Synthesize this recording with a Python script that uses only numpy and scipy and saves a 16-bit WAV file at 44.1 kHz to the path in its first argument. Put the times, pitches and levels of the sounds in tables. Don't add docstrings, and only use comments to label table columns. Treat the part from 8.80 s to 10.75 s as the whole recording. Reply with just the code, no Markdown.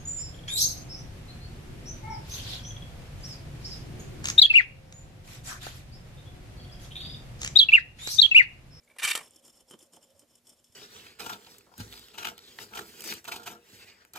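import sys
import numpy as np
from scipy import signal
from scipy.fft import rfft, irfft
from scipy.io import wavfile
from scipy.ndimage import uniform_filter1d

SR = 44100
rng = np.random.default_rng(int(sys.argv[2]) if len(sys.argv) > 2 else 0)


def decibels_to_gain(level_db):
    exponent = np.asarray(level_db, float) / 20
    return 10 ** exponent


def wav_record(signal):
    frames = np.transpose(np.atleast_2d(signal))
    bounded = np.clip(frames, -1, 1)
    quanta = np.round(bounded * 32767).astype(np.int16)
    wavfile.write(sys.argv[1], SR, quanta)


N = 85995
T = np.arange(N) / SR

# (frequency [Hz], level per Hz [dB])
FLOOR_COLOUR = [(25, -11), (90, 4), (250, -3), (500, -7), (1000, -12), (3400, -12.5), (7300, -11.5),
                (14500, -14)]
# (frequency [Hz], left minus right [dB])
EAR_BALANCE = [(100, -0.5), (1000, -2.5), (2500, -0.5), (4500, -2), (8000, 2), (12000, 0.5)]
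# (frequency [Hz], side scatter [dB])
SIDE_SCATTER = [(100, -12), (1000, -34.5), (2500, -12.5), (4500, -7), (8000, -8.5), (12000, -3)]
# (frequency [Hz], level [dB])
TOP_CUT = [(14120, 0), (14300, -20), (15000, -38)]
# (time [s], level [dB], pitch [Hz], fall [s])
THUDS = [(0.248, -54.5, 32, 0.013), (0.257, -65, 119, 0.011), (0.409, -60, 164, 0.01),
         (0.561, -58.5, 296, 0.0041), (0.743, -73, 47.5, .015), (0.936, -87, 181, 0.05),
         (1.029, -58, 330, 0.0061), (1.352, -66.5, 94, 0.025), (0.838, -72, 59.3, 0.018),
         (1.43, -64, 297, 0.015), (.935, -65, 171, 0.017), (1.172, -61, 710, 0.01),
         (1.172, -63, 890, 0.0088), (1.9, -60.5, 99.7, 0.0063)]
# (time [s], level [dB], pitch [Hz])
DRONE = [(0, -83.5, 540), (.45, -77.5, 550), (.8, -78.5, 548), (1.1, -77.5, 545), (1.19, -71, 525),
         (1.26, -76, 540), (1.33, -70.5, 552), (1.38, -78, 558), (1.44, -69, 550), (1.47, -84, 548),
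         (1.56, -81, 546), (1.7, -88, 542), (1.8, -80, 545), (1.86, -87, 540), (1.95, -100, 540)]
# (time [s], level [dB], pitch [Hz], fall [s])
SLIPS = [(.035, -60.5, 7200, 0.011), (.047, -64, 7300, 0.0064), (.042, -65.5, 5100, .008),
         (.048, -63, 9800, .004), (.076, -66, 9800, .002), (.089, -55, 9500, 0.0018),
         (.102, -66.5, 10500, 0.0034), (.109, -58.5, 8700, .003), (.117, -61.5, 10500, 0.0024),
         (.138, -59, 7400, 0.0022), (.164, -55.5, 8500, 0.0042), (.186, -34, 9800, 0.0034),
         (.450, -50, 9500, 0.0017), (.466, -58, 8240, .002), (0.484, -59, 7500, 0.0019),
         (0.91, -42, 9100, 0.0033), (.508, -43, 8450, 0.0022)]
# (time [s], level [dB])
CREAKS = [
    (.001, -60),
    (0.023, -64),
    (0.076, -52.5),
    (0.0998, -53),
    (0.104, -65),
    (0.109, -53.5),
    (.116, -61),
    (0.135, -63),
    (.142, -63),
    (0.162, -57),
]
# (start [s], length [s], level [dB], rim share [dB])
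RUBS = [(0.389, 0.099, -62, -2), (0.504, 0.094, -66.5, 0.5), (0.634, 0.071, -61.5, -1),
        (0.73, 0.09, -63.5, -2), (0.881, 0.069, -61, -1.5), (0.987, 0.074, -62.5, -3.5),
        (1.129, 0.046, -58, -2.5), (1.214, 0.036, -62.5, -1.5), (1.266, 0.06, -75, 4.5),
        (1.353, 0.089, -69.5, -6.5), (1.486, 0.1, -69.5, -0.5), (1.649, 0.095, -67.5, -3),
        (1.763, 0.042, -72, 1), (1.856, 0.051, -72.5, 2.5), (1.918, .06, -70, -4.5)]
# (time [s], peak level [dB], fall [s])
TICKS = [(0.485, -64, 0.0017), (0.5074, -62, 0.0012), (0.56, -46, 0.0065), (0.68, -40.5, 0.0018),
         (0.899, -45.5, 0.0042), (0.9113, -39.5, 0.0029), (0.925, -65, 0.0031), (0.937, -47, 0.0028),
         (0.99, -45, 0.0029), (1.0257, -41.5, 0.0068), (1.071, -53, 0.0011), (1.1354, -41, 0.0016),
         (1.1637, -46, 0.0035), (1.238, -56, 0.0034), (1.303, -51, 0.0035), (1.3933, -44, 0.0099),
         (1.554, -46, .004), (1.669, -47, 0.011), (1.692, -42.5, 0.01), (1.8419, -48, 0.0075),
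         (1.923, -52, 0.0085)]
# (time [s], peak level [dB])
BUMPS = [(.552, -56), (.657, -51), (.682, -39), (.695, -50), (.745, -52), (.910, -30), (.918, -36),
         (.9245, -35), (.930, -38), (.9355, -34.5), (.9405, -28), (.9455, -43), (.949, -42), (.955, -43),
         (1.1352, -48), (1.142, -50), (1.165, -43), (1.171, -39.5), (1.178, -49), (1.24, -57), (1.421, -46),
         (1.433, -56)]
# (time [s], level [dB])
LANDINGS = [
    (.3518, -9),
    (.3762, -21),
]
# (frequency [Hz], width [Hz], level [dB])
TIP_MODES = [(5388, 119, 5.5), (7200, 220, 2), (8380, 380, -1.5), (9140, 240, -13), (9540, 150, -5),
             (10830, 500, -6.5), (12160, 640, -40)]
RIM_MODES = [(3095, 55, 4), (3420, 170, -1)]
TILE_MODES = [(177.7, 140, -1), (330, 106, 4), (463.4, 190, 1.5), (804, 750, -3.5), (1236, 434, -4),
              (1960, 2200, -19.5)]
KNOCK_MODES = [(720, 800, -9), (330, 300, -8)]
LANDING_MODES = [(230, 220, -7), (550, 250, 0.5), (1274, 100, 9), (3190, 68, 16.5)]
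# (peak time [s], level [dB], rise [s], fall [s], treble [dB])
CLATTER = [(0.185, -31, 0.00047, 0.003, -13), (0.194, -45, 0.0034, .004, -14),
           (0.199, -28.5, 0.004, 0.0032, -10.5), (0.205, -43.5, .002, 0.0043, 1.5),
           (0.223, -29, 0.0037, 0.022, -28), (0.241, -26.5, 0.008, 0.0084, 3),
           (0.251, -24, 0.0046, 0.0071, 1), (0.278, -25.5, 0.0053, 0.0069, -4.5),
           (0.289, -23.5, 0.0032, 0.011, -7.5), (.303, -32.5, 0.0031, .004, -5.5),
           (0.311, -34.5, 0.013, 0.0086, 0), (0.317, -15, 0.0046, 0.0014, -8),
           (0.338, -36.5, 0.011, 0.023, -4), (0.3528, -27.5, 0.00052, 0.0057, 4),
           (0.377, -34, 0.0021, 0.0011, 7), (0.385, -56, 0.0043, 0.013, 8),
           (0.408, -53.5, 0.011, 0.036, -5)]
# (frequency [Hz], width [Hz], level [dB])
ARM_MODES = [(1180, 130, -7), (1450, 140, -6), (1815, 110, -3), (2190, 110, -7), (2325, 95, 3.5),
             (2530, 110, -5), (2760, 100, -7), (3135, 80, 0), (3620, 90, -11), (4620, 160, -7),
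             (5760, 200, -12), (7150, 300, -7), (7650, 350, -9), (8350, 400, -5)]
# (frequency [Hz], level per Hz [dB])
ARM_WASH = [(150, -29.5), (800, -12), (1300, -15.5), (2360, -3.5), (4200, -11.5), (6300, -10), (8500, -1.5),
            (14500, -17)]
# (time [s], body level [dB])
WEIGHT = [
    (.18, -14.5),
    (.22, -2),
    (.25, -5.5),
    (.3, -10),
    (.34, -4.5),
    (.355, 1),
    (.39, 14.5),
    (.45, 14),
    (.5, 6),
]

GRAIN_DB = 2.2
TICK_RISE_S = 0.0007


def rms(x):
    return np.sqrt(np.mean(x ** 2))


def unit(x):
    return x / rms(x)


def on_log(table, hz):
    table = np.array(table, float)
    return np.interp(np.log(hz + 1), np.log(table[:, 0]), table[:, 1])


def colour(x, table, sign=1):
    gain = decibels_to_gain(sign * on_log(table, np.fft.rfftfreq(N, 1 / SR)))
    return irfft(rfft(x) * gain, N)


def ring(x, modes):
    total = 0
    for k, (hz, width, db) in enumerate(modes):
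        b, a = signal.iirpeak(hz, hz / width, SR)
        total = total + (-1) ** k * decibels_to_gain(db) * signal.lfilter(b, a, x)
    return total


def swell(at, rise, fall):
    return np.exp(np.where(T < at, (T - at) / rise, (at - T) / fall))


def grit(spread_db):
    return unit(rng.standard_normal(N) * decibels_to_gain(spread_db * rng.exponential(size=N)))


def flicker(rate, db):
    k = int(SR / rate)
    wander = uniform_filter1d(uniform_filter1d(rng.standard_normal(N), k), k)
    return decibels_to_gain(db * unit(wander))


def clicks(rows):
    x = np.zeros(N)
    for s, db in rows:
        x[int(s * SR)] += decibels_to_gain(db)
    return x


def soft(x):
    return signal.lfilter(np.hanning(7), 1, x)


def floor():
    mid, side = (unit(colour(rng.standard_normal(N), FLOOR_COLOUR)) for _ in range(2))
    side = colour(side, [(30, -2.5), (100, -6.5), (300, -11.5), (1500, -2.5), (8000, -4.5)])
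    both = mid + side * np.array([[1], [-1]])
    low_pass = signal.butter(1, 300, fs=SR, output="sos")
    rumble = signal.sosfilt(low_pass, both) * decibels_to_gain(np.array([[-2.0], [2.0]]))
    hum = decibels_to_gain(-76) * flicker(3, 0.3) * np.sin(2 * np.pi * 240 * T)
    return decibels_to_gain(-72.5) * (both + rumble * (flicker(25, 1.4) - 1)) + hum


def tail(t60, delay):
    t = np.arange(SR // 2) / SR
    h = rng.standard_normal((2, len(t))) * decibels_to_gain(-60 * t / t60) * (t > delay)
    return h / np.sqrt(np.sum(h ** 2, axis=1, keepdims=True))


def thuds():
    total = 0
    for s, db, hz, fall in THUDS:
        wobble = np.cos(2 * np.pi * hz * (T - s))
        total = total + decibels_to_gain(db) * swell(s, 0.45 * fall, fall) * wobble
    return total


def drone():
    s, db, hz = np.array(DRONE).T
    wobble_hz = 24
    pitch = np.interp(T, s, hz) + wobble_hz * unit(np.log(flicker(40, 1.0)))
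    phase = 2 * np.pi * np.cumsum(pitch) / SR
    air = unit(ring(rng.standard_normal(N), [(550, 110, 0)]))
    return (np.sin(phase) * flicker(30, 4.4) + air) * decibels_to_gain(np.interp(T, s, db))


def skin():
    grain = grit(GRAIN_DB)
    total = 0
    for s, db, hz, fall in SLIPS:
        push = grain * decibels_to_gain(db + 6.5) * swell(s, 0.23 * fall, fall)
        total = total + ring(push, [(hz, 0.076 * hz, 0)])
    return total


def creaks():
    push = grit(GRAIN_DB) * sum(decibels_to_gain(db) * swell(s, TICK_RISE_S, 0.0042) for s, db in CREAKS)
    slips = decibels_to_gain(18.0) * ring(push, [(2300, 75, 0), (1700, 500, -25), (3400, 400, -26)])
    hold = decibels_to_gain(-61.5) * swell(0.12, 0.061, 0.044)
    let_go = decibels_to_gain(-52) * swell(0.168, 0.0049, 0.013)
    rustle = grit(GRAIN_DB) * flicker(60, 3) * (hold + let_go)
    return slips + ring(rustle, [(600, 370, 5), (1940, 890, -2), (2990, 700, -4.5), (9000, 3400, -10.5)])


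def edge(s):
    rub_edge_s = 0.024
    return 1 / (1 + np.exp(np.clip(-4 * (T - s) / rub_edge_s, -50, 50)))


def shimmer(force, modes, rate):
    return sum(flicker(rate, 3.3) * ring(force, [mode]) for mode in modes)


def tip():
    rubs = [decibels_to_gain(db) * edge(s) * (1 - edge(s + length)) for s, length, db, _ in RUBS]
    touch = sum(rubs) * flicker(73, 2)
    rim_share = sum(r * decibels_to_gain(row[3]) for r, row in zip(rubs, RUBS)) / (sum(rubs) + 1e-12)
    tick_env = sum(decibels_to_gain(db) * swell(s + 0.00059, TICK_RISE_S, fall) for s, db, fall in TICKS)
    catch = grit(GRAIN_DB) * tick_env
    force = grit(GRAIN_DB) * decibels_to_gain(9) * touch + decibels_to_gain(-5.0) * catch
    scrape = decibels_to_gain(-13) * force * flicker(150, 5.16) + decibels_to_gain(-10) * catch
    hiss = colour(scrape, [(3500, -21), (6000, 0.5), (8500, 0.5), (14000, -7.5)])

    knock = decibels_to_gain(12) * clicks(BUMPS)
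    high = shimmer(force, TIP_MODES, 190)
    rim = shimmer(force * rim_share, RIM_MODES, 160) + decibels_to_gain(8) * ring(knock, RIM_MODES[:1])
    chatter_env = signal.lfilter([0.025], [1, -np.exp(-1 / (0.005 * SR))], knock)
    chatter = rng.standard_normal(N) * chatter_env
    drag = decibels_to_gain(9.5) * grit(GRAIN_DB) * touch
    tile = ring(soft(knock), KNOCK_MODES) + ring(soft(decibels_to_gain(-9) * knock + chatter) + drag, TILE_MODES)
    return high + rim + hiss + tile + ring(soft(clicks(LANDINGS)), LANDING_MODES)


def arms():
    release_s, lock_s, lock_fall_s = 0.1853, 0.385, 0.012
    grain = grit(GRAIN_DB) * flicker(250, 1.7)
    treble = signal.sosfiltfilt(signal.butter(2, 3900, "high", fs=SR, output="sos"), grain)
    env = [decibels_to_gain(db) * swell(s, rise, fall) * (T > release_s) for s, db, rise, fall, _ in CLATTER]
    treble_env = sum(e * decibels_to_gain(row[4]) for e, row in zip(env, CLATTER))
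    force = (grain - treble) * sum(env) + treble * treble_env

    swung = 0
    for k, mode in enumerate(ARM_MODES):
        swung = swung + (-1) ** k * flicker(70, 3) * ring(force, [mode])
    ringing = decibels_to_gain(-3) * swung * swell(lock_s, np.inf, lock_fall_s) / rms(ring(grain, ARM_MODES))
    wash = colour(force, ARM_WASH) / rms(colour(grain, ARM_WASH))
    tone = ringing + wash
    body = signal.sosfiltfilt(signal.butter(2, 1600, fs=SR, output="sos"), tone)
    body_gain = decibels_to_gain(np.interp(T, *np.array(WEIGHT).T))
    return decibels_to_gain(-0.5) * (tone + body * (body_gain - 1))


def scene():
    near = arms() + creaks() + skin() + tip() + drone()

    def spread(h):
        return signal.fftconvolve(near[None], h, axes=1)[:, :N]

    scatter = spread(tail(0.012, 0.0))
    turn = 2 * np.pi * 45 * T
    side = colour(scatter[0] * np.cos(turn) + scatter[1] * np.sin(turn), SIDE_SCATTER)
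    room = signal.lfilter([0.5], [1, -0.5], spread(tail(0.13, 0.01)))
    panned_thuds = thuds() * decibels_to_gain(3.5 * np.array([[-1], [1]]))
    wet = near + side * np.array([[1], [-1]]) + decibels_to_gain(-13) * room + panned_thuds
    left, right = colour(wet[0], EAR_BALANCE, 0.22), colour(wet[1], EAR_BALANCE, -1.53)
    return np.array([left, right]) + floor()


def band_limit(x):
    return signal.sosfilt(signal.butter(12, 15090, fs=SR, output="sos"), x)


def record(dry):
    x = np.tanh(7.5 * dry) / 7.5
    x = np.array([colour(side, TOP_CUT) for side in x])
    return band_limit(x)


dry = scene()
out = record(dry)
wav_record(out)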